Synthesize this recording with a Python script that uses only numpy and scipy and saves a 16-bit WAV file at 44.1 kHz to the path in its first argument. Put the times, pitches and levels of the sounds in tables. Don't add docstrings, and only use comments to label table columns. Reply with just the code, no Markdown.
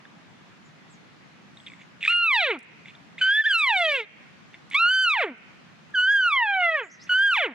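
import sys
import numpy as np
from scipy import signal
from scipy.fft import rfft, irfft
from scipy.io import wavfile
from scipy.ndimage import uniform_filter1d

SR = 44100
rng = np.random.default_rng(int(sys.argv[2]) if len(sys.argv) > 2 else 0)


def bounce(signal):
    frames = np.transpose(np.atleast_2d(signal))
    limited = np.clip(frames, -1, 1)
    pcm = np.round(limited * 32767).astype(np.int16)
    wavfile.write(sys.argv[1], SR, pcm)


N = 332514

# t/s, pitch f/Hz, level/dB before the common raise, softness of the reed's beat/(dB per octave of partials)
MEW_COURSES = [
    [(2.075, 1210, -12, -3.5), (2.097, 1373, -15.5, -3.5), (2.119, 1412, -13.5, -4.5),
     (2.221, 1393, -18.5, -1), (2.271, 1320, -15, -2.5), (2.3, 1201, -15, 1), (2.339, 1002, -12.5, -1),
     (2.449, 613, -18.5, 3), (2.495, 480, -22, 7.5), (2.535, 358.5, -28, 6.5), (2.573, 252, -41.5, -0.5),
     (2.6, 208, -60, 14)],
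    [(3.21, 1570, -32, 0), (3.224, 1496, -14, 1), (3.28, 1547, -11.5, 5.5), (3.34, 1678, -14, -0.5),
     (3.408, 1783, -10, 11), (3.435, 1644, -29, -3)],
    [(3.435, 1625, -24, -2), (3.447, 1525, -21, 4), (3.462, 1796, -12.5, 5), (3.478, 1755, -9.5, 13.5),
     (3.493, 1670, -17.5, 1.5), (3.515, 1580, -13.5, 3), (3.55, 1375, -15, 1), (3.59, 1321, -16.5, -0.5),
     (3.631, 1185, -16, 1), (3.735, 813, -16.5, 3.5), (3.777, 730.4, -17, -1), (3.903, 597, -20, 0),
     (3.959, 540, -24, -1.5), (4.009, 443, -31, 0.5), (4.035, 415, -45.5, -0.5), (4.055, 397.4, -56, 0)],
    [(4.742, 1050, -32, -4), (4.754, 1120, -14.5, 1.5), (4.798, 1348, -15, 3.5), (4.862, 1412, -8, 7),
     (4.924, 1529, -12, 3), (5.032, 1535, -14.5, 3), (5.13, 1189, -16, 3.5), (5.16, 964, -21, 7),
     (5.222, 578.6, -20, 3), (5.246, 426.5, -25.5, 7.5), (5.272, 346.4, -33, 4), (5.316, 245.4, -42, 0),
     (5.36, 208.4, -70, -4)],
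    [(5.938, 1740, -42.5, 14), (5.955, 1525, -27, 2), (5.99, 1461, -9, 4.5), (6.06, 1518, -14, 4),
     (6.12, 1666, -9.5, 3), (6.188, 1577, -13.5, 3.5), (6.27, 1412, -12, 4), (6.3, 1293, -19.5, 5),
     (6.326, 1161, -16, 3.5), (6.41, 957, -15, 8), (6.474, 826, -20, 6), (6.58, 753, -21, 9),
     (6.64, 694.4, -16.5, 3.5), (6.75, 625.5, -19.5, 5.5), (6.795, 532, -24, 3.5), (6.818, 455.6, -30.5, 7),
     (6.88, 290, -54.5, -0.5)],
    [(7.092, 1490, -30.5, -1.5), (7.126, 1462, -10, 1), (7.25, 1630, -13, -1.5), (7.3, 1559, -14.5, -1),
     (7.332, 1377, -14.5, -1.5), (7.362, 1055, -18, 0), (7.386, 776, -16, 3.5), (7.444, 517, -20, 8.5),
     (7.468, 394, -29.5, 10), (7.488, 299, -36.5, 7), (7.54, 188, -51.5, -5.5)],
]
# mouth factor on f (1) taut, slack;
# stress on 1st partial/dB taut, slack; on 2nd/dB taut, slack;
# leaking air re the note, as the reed catches/dB, once sealed/dB; sealing time t/s; treble level/dB
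MEW_GRIPS = [(1.044, 1.03, 10, 3, 7.5, -4, -17.5, -35, 0.081, -4),
             (0.98, 0.98, 1, 0.5, 0.5, 1.5, -19, -26.5, 0.039, -2),
             (1.018, 0.99, -2.5, 15.5, -3, 2, -23, -32, .12, -0.5),
             (1.006, 0.96, -2.5, 7.5, -4.5, 3.5, -15.5, -35.5, .03, 0.5),
             (0.88, 0.84, -6.5, 2, -8.5, 0, -45, -38.5, 0.054, -2.5),
             (0.95, 0.95, 7.5, -3, 0, -6, -28.5, -34.5, .04, -0.5)]
# f/Hz, relative level/dB
MOUTH_COLOUR = [(250, -15), (700, -6), (1200, -3.5), (1650, 2.5), (2300, 10.5), (2900, 2.5), (3600, -1.5),
                (4200, -10.5), (5000, -25), (5600, -28), (6800, -33), (7700, -30), (8600, -41.5),
                (10000, -39), (12500, -44.5), (14500, -58.5)]
# f/Hz, relative level/dB
AIR_COLOUR = [(290, -39.5), (500, -33.5), (770, -42.5), (2350, -3), (3990, -15.5), (5280, -32.5),
              (7580, -27.5), (8590, -44), (10200, -53.5), (14000, -84.5)]
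# start t/s, length t/s, level/dB before its swell
SPUTTERS = [(1.661, .03, -49.5), (1.792, 0.043, -59), (2.005, 0.023, -44.5), (2.032, 0.1, -26),
            (2.847, 0.068, -53), (2.932, 0.031, -63), (3.179, .035, -42.5), (4.531, .03, -56),
            (4.71, .035, -40), (7.065, 0.024, -54)]
# t/s, level/dB, main ring f/Hz
REED_BURSTS = [(0.0522, -37, 1710), (1.5716, -36.5, 3720), (1.601, -41, 3360), (1.665, -33, 3590),
               (1.6702, -30, 3330), (1.6999, -38, 2330), (1.7185, -39, 2190), (1.735, -37, 2160),
               (1.8162, -40.5, 2230), (2.0183, -34, 2540), (2.028, -15.5, 2480), (2.0384, -16, 2080),
               (2.0502, -10.5, 2230), (2.0591, -7.5, 1880), (2.0787, -2.5, 2370), (2.8573, -34, 2180),
               (2.8828, -34, 2240), (2.9517, -41.5, 3570), (4.5417, -35.5, 2050), (4.7337, -26.5, 2110)]
# t/s, level/dB before the band filter, lower band edge f/Hz
DRY_CLICKS = [(1.667, -47, 3000), (2.028, -38, 4000), (2.59, -29.5, 1200), (2.6294, -36, 6540),
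              (3.1823, -62, 1490), (4.5094, -54, 5030), (4.702, -37, 2560), (5.3795, -42, 7054),
              (5.838, -60, 1210), (5.905, -52, 1200), (7.0414, -41, 1487)]
# delay t/s, level/dB before the ground's colour
GROUND_BOUNCES = [(.00437, -0.5), (.0087, -19), (.016, -8)]
# f/Hz, level/dB
GROUND_COLOUR = [(500, -11), (4000, -10), (9000, -4.5)]
# f/Hz, relative level/dB
TREE_COLOUR = [(300, -8.5), (1000, -8), (1500, -3.5), (2400, -1.5), (3200, -7), (4200, -18), (6000, -13),
               (14000, -54)]
# f/Hz, left minus right level/dB
CALLER_LEAN = [(60, -7), (180, 2), (530, -2), (1600, -1.5), (4760, -0.5), (14200, -12.5)]
# f/Hz, lead of left (rad)
CALLER_LEAD = [(0, -0.058), (3900, -0.92), (7000, -1.53), (10000, -1.3), (14500, -2.2)]
# start t/s, length t/s, first f/Hz, middle f/Hz, last f/Hz, level/dB before flutter and blur
BIRD_CHIPS = [(0.63, .065, 6600, 6950, 5030, -67), (0.888, 0.071, 7300, 7310, 4600, -60.5),
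              (1.5, .3, 8100, 7770, 7500, -69.5), (1.77, 0.081, 6880, 6650, 5050, -65.5),
              (6.82, .05, 6170, 7100, 7000, -50), (6.887, 0.07, 4370, 6270, 4630, -46),
              (6.986, .05, 4220, 5070, 6930, -44)]
# f/Hz, relative level/dB
WIND_COLOUR = [(15, -78.5), (25, -30), (47, -44.5), (162, 4), (470, -12.5), (1200, -11), (1880, -11.5),
               (2330, -13.5), (2810, -16), (6590, -28.5), (8150, -37), (13200, -49.5), (14700, -60.5)]
# f/Hz, correlation (1)
WIND_LIKENESS = [(60, 0.32), (150, 0.12), (370, 0.24), (920, 0.054), (2300, 0.11), (5710, -0.016),
                 (14200, -0.073)]

TAUT_HZ, LOOSE_HZ = 1390, 625
SLACK_HZ, SLACK_LEAK_DB = 1140, 10
LIMP_HZ, LIMP_SOFT_DB, LIMP_LEAK_DB = 441, 13, -18
RING_HZ, RING_WIDTH_HZ = 2300, 700
TREBLE_HZ = (4200, 5170)
SPITS_PER_S, SPIT_HZ = 200, (1960, 2850)
SPIT_DB, SPIT_SPREAD_DB = 8, 5.5
TICK_DB, TICK_HZ = -21, (7240, 8300)
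NOTE_RAISE_DB = 9.0
ECHO_DB, ECHO_T60_S = -38.5, 0.9
WIND_DB = -51.5
BAND_EDGE_HZ = 14600


def mew(course, taut_mouth, slack_mouth, taut_1st_db, slack_1st_db, taut_2nd_db, slack_2nd_db,
        catch_db, sealed_db, seal_s, treble_db):
    s, (hz, level_db, soft_db) = unrolled(course)
    size = len(hz)
    age = np.arange(size) / SR
    slack = np.interp(np.log(hz), np.log([LOOSE_HZ, TAUT_HZ]), [1, 0])
    limp = np.maximum(np.log2(LIMP_HZ / hz), 0)
    mouth = taut_mouth + (slack_mouth - taut_mouth) * slack

    air_db = sealed_db + (catch_db - sealed_db) * np.exp(-(age / seal_s) ** 2)
    air_db += SLACK_LEAK_DB * np.maximum(np.log2(SLACK_HZ / hz), 0)
    air_db += LIMP_LEAK_DB * limp

    shake = 0.0026 * drift(size, hz=65) + 0.064 * gain_of(air_db) * drift(size, hz=248)
    hz = uniform_filter1d(hz, 500, mode="nearest") * (1 + shake)
    turn = 2 * np.pi * np.cumsum(hz) / SR

    k = np.arange(1, 41)[:, None]
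    partial_hz = k * hz
    soft_db = np.maximum(soft_db, -4) + LIMP_SOFT_DB * limp
    mouth_db = read(MOUTH_COLOUR, partial_hz / np.clip(mouth, .7, 1.4))
    partials = gain_of(mouth_db - soft_db * np.log2(k)) * (partial_hz < SR / 2)
    stress_1st_db = taut_1st_db + (slack_1st_db - taut_1st_db) * slack
    stress_2nd_db = taut_2nd_db + (slack_2nd_db - taut_2nd_db) * slack
    partials[:2] *= gain_of([stress_1st_db, stress_2nd_db])
    partials *= gain_of(np.interp(partial_hz, TREBLE_HZ, [0, treble_db]))
    partials /= np.sqrt((partials ** 2).sum(0) / 2)

    waver_db = np.array([drift(size, hz=24.8) for _ in k]) * np.minimum(0.26 * k ** 1.76, 4.5)
    lag = 2 * np.arctan((partial_hz / mouth - RING_HZ) / RING_WIDTH_HZ)
    tone = -(partials * gain_of(waver_db) * np.cos(k * turn - lag)).sum(0)

    hiss = evened(coloured(rng.standard_normal(size), AIR_COLOUR))
    air = gain_of(air_db + 1.8 * drift(size, hz=150)) * hiss
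    fade = np.minimum(1, np.minimum(age, age[::-1]) / 0.0062)
    return s, gain_of(level_db) * (tone + air) * fade


def sputter(s, length, db):
    size = round(length * SR)
    air = evened(coloured(rng.standard_normal(size), AIR_COLOUR))
    unsteady = air * gain_of(2.6 * drift(size, hz=300))
    return s, gain_of(db) * unsteady * signal.windows.tukey(size, .4) * np.linspace(.6, 1, size)


def spits(s, length, db):
    count = max(round(length * SPITS_PER_S), 1)
    at, size, pitch = rng.random((count, 3)).T
    levels_db = db + SPIT_DB + SPIT_SPREAD_DB * (2 * size - 1)
    return zip(s + length * at, levels_db, np.interp(pitch, [0, 1], SPIT_HZ))


def reed_burst(s, db, hz):
    t = np.arange(500) / SR
    modes = [(hz, 8.5, .011), (3500, -1.5, .012), (2100, -7, .012)]  # f/Hz, level/dB, time to fall 60 dB/s
    ring = sum(gain_of(ring_db - 60 * t / t60) * np.sin(2 * np.pi * f * t) for f, ring_db, t60 in modes)
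    onset = 1 - np.exp(-(t / 0.0012) ** 2)
    tick_band = signal.butter(2, TICK_HZ, "bandpass", fs=SR)
    tick = gain_of(TICK_DB - 60 * t / 0.0097) * signal.lfilter(*tick_band, rng.standard_normal(len(t)))
    return s, gain_of(db) * (ring * onset + tick)


def click(s, db, low_hz):
    t = np.arange(500) / SR
    band = signal.butter(4, [low_hz, 8800], "bandpass", fs=SR, output="sos")
    return s, gain_of(db - 60 * t / 0.0063) * signal.sosfilt(band, rng.standard_normal(len(t)))


def slope(x):
    bounces = sum(gain_of(db) * delayed(x, s) for s, db in GROUND_BOUNCES)
    near = x + coloured(bounces, GROUND_COLOUR)
    t = np.arange(SR) / SR
    dying = gain_of(-60 * t / ECHO_T60_S)
    rising = 1 - np.exp(-(t / 0.034) ** 2)
    trees = coloured(rng.standard_normal((2, SR)), TREE_COLOUR) * dying * rising
    trees /= np.linalg.norm(trees[0])
    return near + gain_of(ECHO_DB) * signal.fftconvolve(x[None], trees, axes=1)[:, :N]


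def placed(sides):
    left, right = sides
    lead = np.interp(np.fft.rfftfreq(N, 1 / SR), *np.transpose(CALLER_LEAD))
    left = irfft(rfft(left) * np.exp(1j * lead), N)
    left = coloured(left, [(hz, db / 2) for hz, db in CALLER_LEAN])
    right = coloured(right, [(hz, -db / 2) for hz, db in CALLER_LEAN])
    return np.array([left, right])


def chip(s, length, first_hz, middle_hz, last_hz, db):
    u = np.arange(0, 1, 1 / (length * SR))
    hz = first_hz * (1 - u) * (1 - 2 * u)
    hz += middle_hz * 4 * u * (1 - u)
    hz += last_hz * u * (2 * u - 1)
    whistle = np.sin(2 * np.pi * np.cumsum(hz) / SR) * signal.windows.tukey(len(hz), .6)
    fluttering = gain_of(db) * whistle * drift(len(hz), hz=350)
    blur = rng.standard_normal(2500) * gain_of(-60 * np.arange(2500) / SR / 0.15)
    return s, signal.fftconvolve(fluttering, blur / np.linalg.norm(blur))


def wind():
    frames, hz = N // 256 + 5, np.fft.rfftfreq(1024, 1 / SR)
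    a, b, c, d, patches = rng.standard_normal((frames, 513, 5)).T
    patches = evened(uniform_filter1d(uniform_filter1d(patches, 8, 0), 10, 1))
    likeness = np.clip(read(WIND_LIKENESS, hz), -1, 1)[:, None]
    left = a + 1j * b
    right = likeness * left + np.sqrt(1 - likeness ** 2) * (c + 1j * d)
    patch_db = (-1.12 + 0.52 * (hz < 300))[:, None] * patches
    spectra = np.array([left, right]) * gain_of(read(WIND_COLOUR, hz)[:, None] + patch_db)
    return gain_of(WIND_DB) * evened(signal.istft(spectra, nperseg=1024, noverlap=768)[1][:, :N])


def gain_of(db):
    return 10 ** (np.asarray(db) / 20)


def evened(x):
    return x / np.sqrt(np.mean(x ** 2) + 1e-20)


def read(points, hz):
    f, value = np.transpose(points)
    return np.interp(np.log(hz + 1), np.log(f + 1), value)


def coloured(x, points):
    size = x.shape[-1]
    return irfft(rfft(x) * gain_of(read(points, np.fft.rfftfreq(size, 1 / SR))), size)


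def delayed(x, s):
    return irfft(rfft(x) * np.exp(-2j * np.pi * np.fft.rfftfreq(len(x), 1 / SR) * s), len(x))


def drift(size, hz):
    return evened(signal.lfilter(*signal.butter(2, hz, fs=SR), rng.standard_normal(size)))


def unrolled(rows):
    s, *columns = np.transpose(rows)
    t = np.arange(s[0], s[-1], 1 / SR)
    return s[0], [np.interp(t, s, c) for c in columns]


def add(mix, s, sound):
    part = mix[round(s * SR):][:len(sound)]
    part += sound[:len(part)]


def scene():
    caller, birds = np.zeros(N), np.zeros(N)
    for course, grip in zip(MEW_COURSES, MEW_GRIPS):
        add(caller, *mew(course, *grip))
    caller *= gain_of(NOTE_RAISE_DB)
    for row in SPUTTERS:
        add(caller, *sputter(*row))
        for spit in spits(*row):
            add(caller, *reed_burst(*spit))
    for row in REED_BURSTS:
        add(caller, *reed_burst(*row))
    for row in DRY_CLICKS:
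        add(caller, *click(*row))
    for row in BIRD_CHIPS:
        add(birds, *chip(*row))
    return placed(slope(caller)) + birds + wind()


def record(dry):
    quick, lag = np.exp(-1 / (0.0036 * SR)), np.exp(-1 / (0.0018 * SR))
    power = signal.lfilter([1 - quick], [1, -quick], (dry ** 2).mean(0))
    power_db = 10 * np.log10(power + 1e-12)
    fall = np.arange(N) * 75.5 / SR
    held_db = np.maximum.accumulate(power_db + fall) - fall
    over_db = np.maximum(held_db + 30.5, 0)
    ducked = dry / gain_of(0.59 * signal.lfilter([1 - lag], [1, -lag], over_db))
    low_pass = signal.firwin(255, BAND_EDGE_HZ, window=("kaiser", 9), fs=SR)
    return signal.oaconvolve(ducked, low_pass[None], "same")


dry = scene()
out = record(dry)
bounce(out)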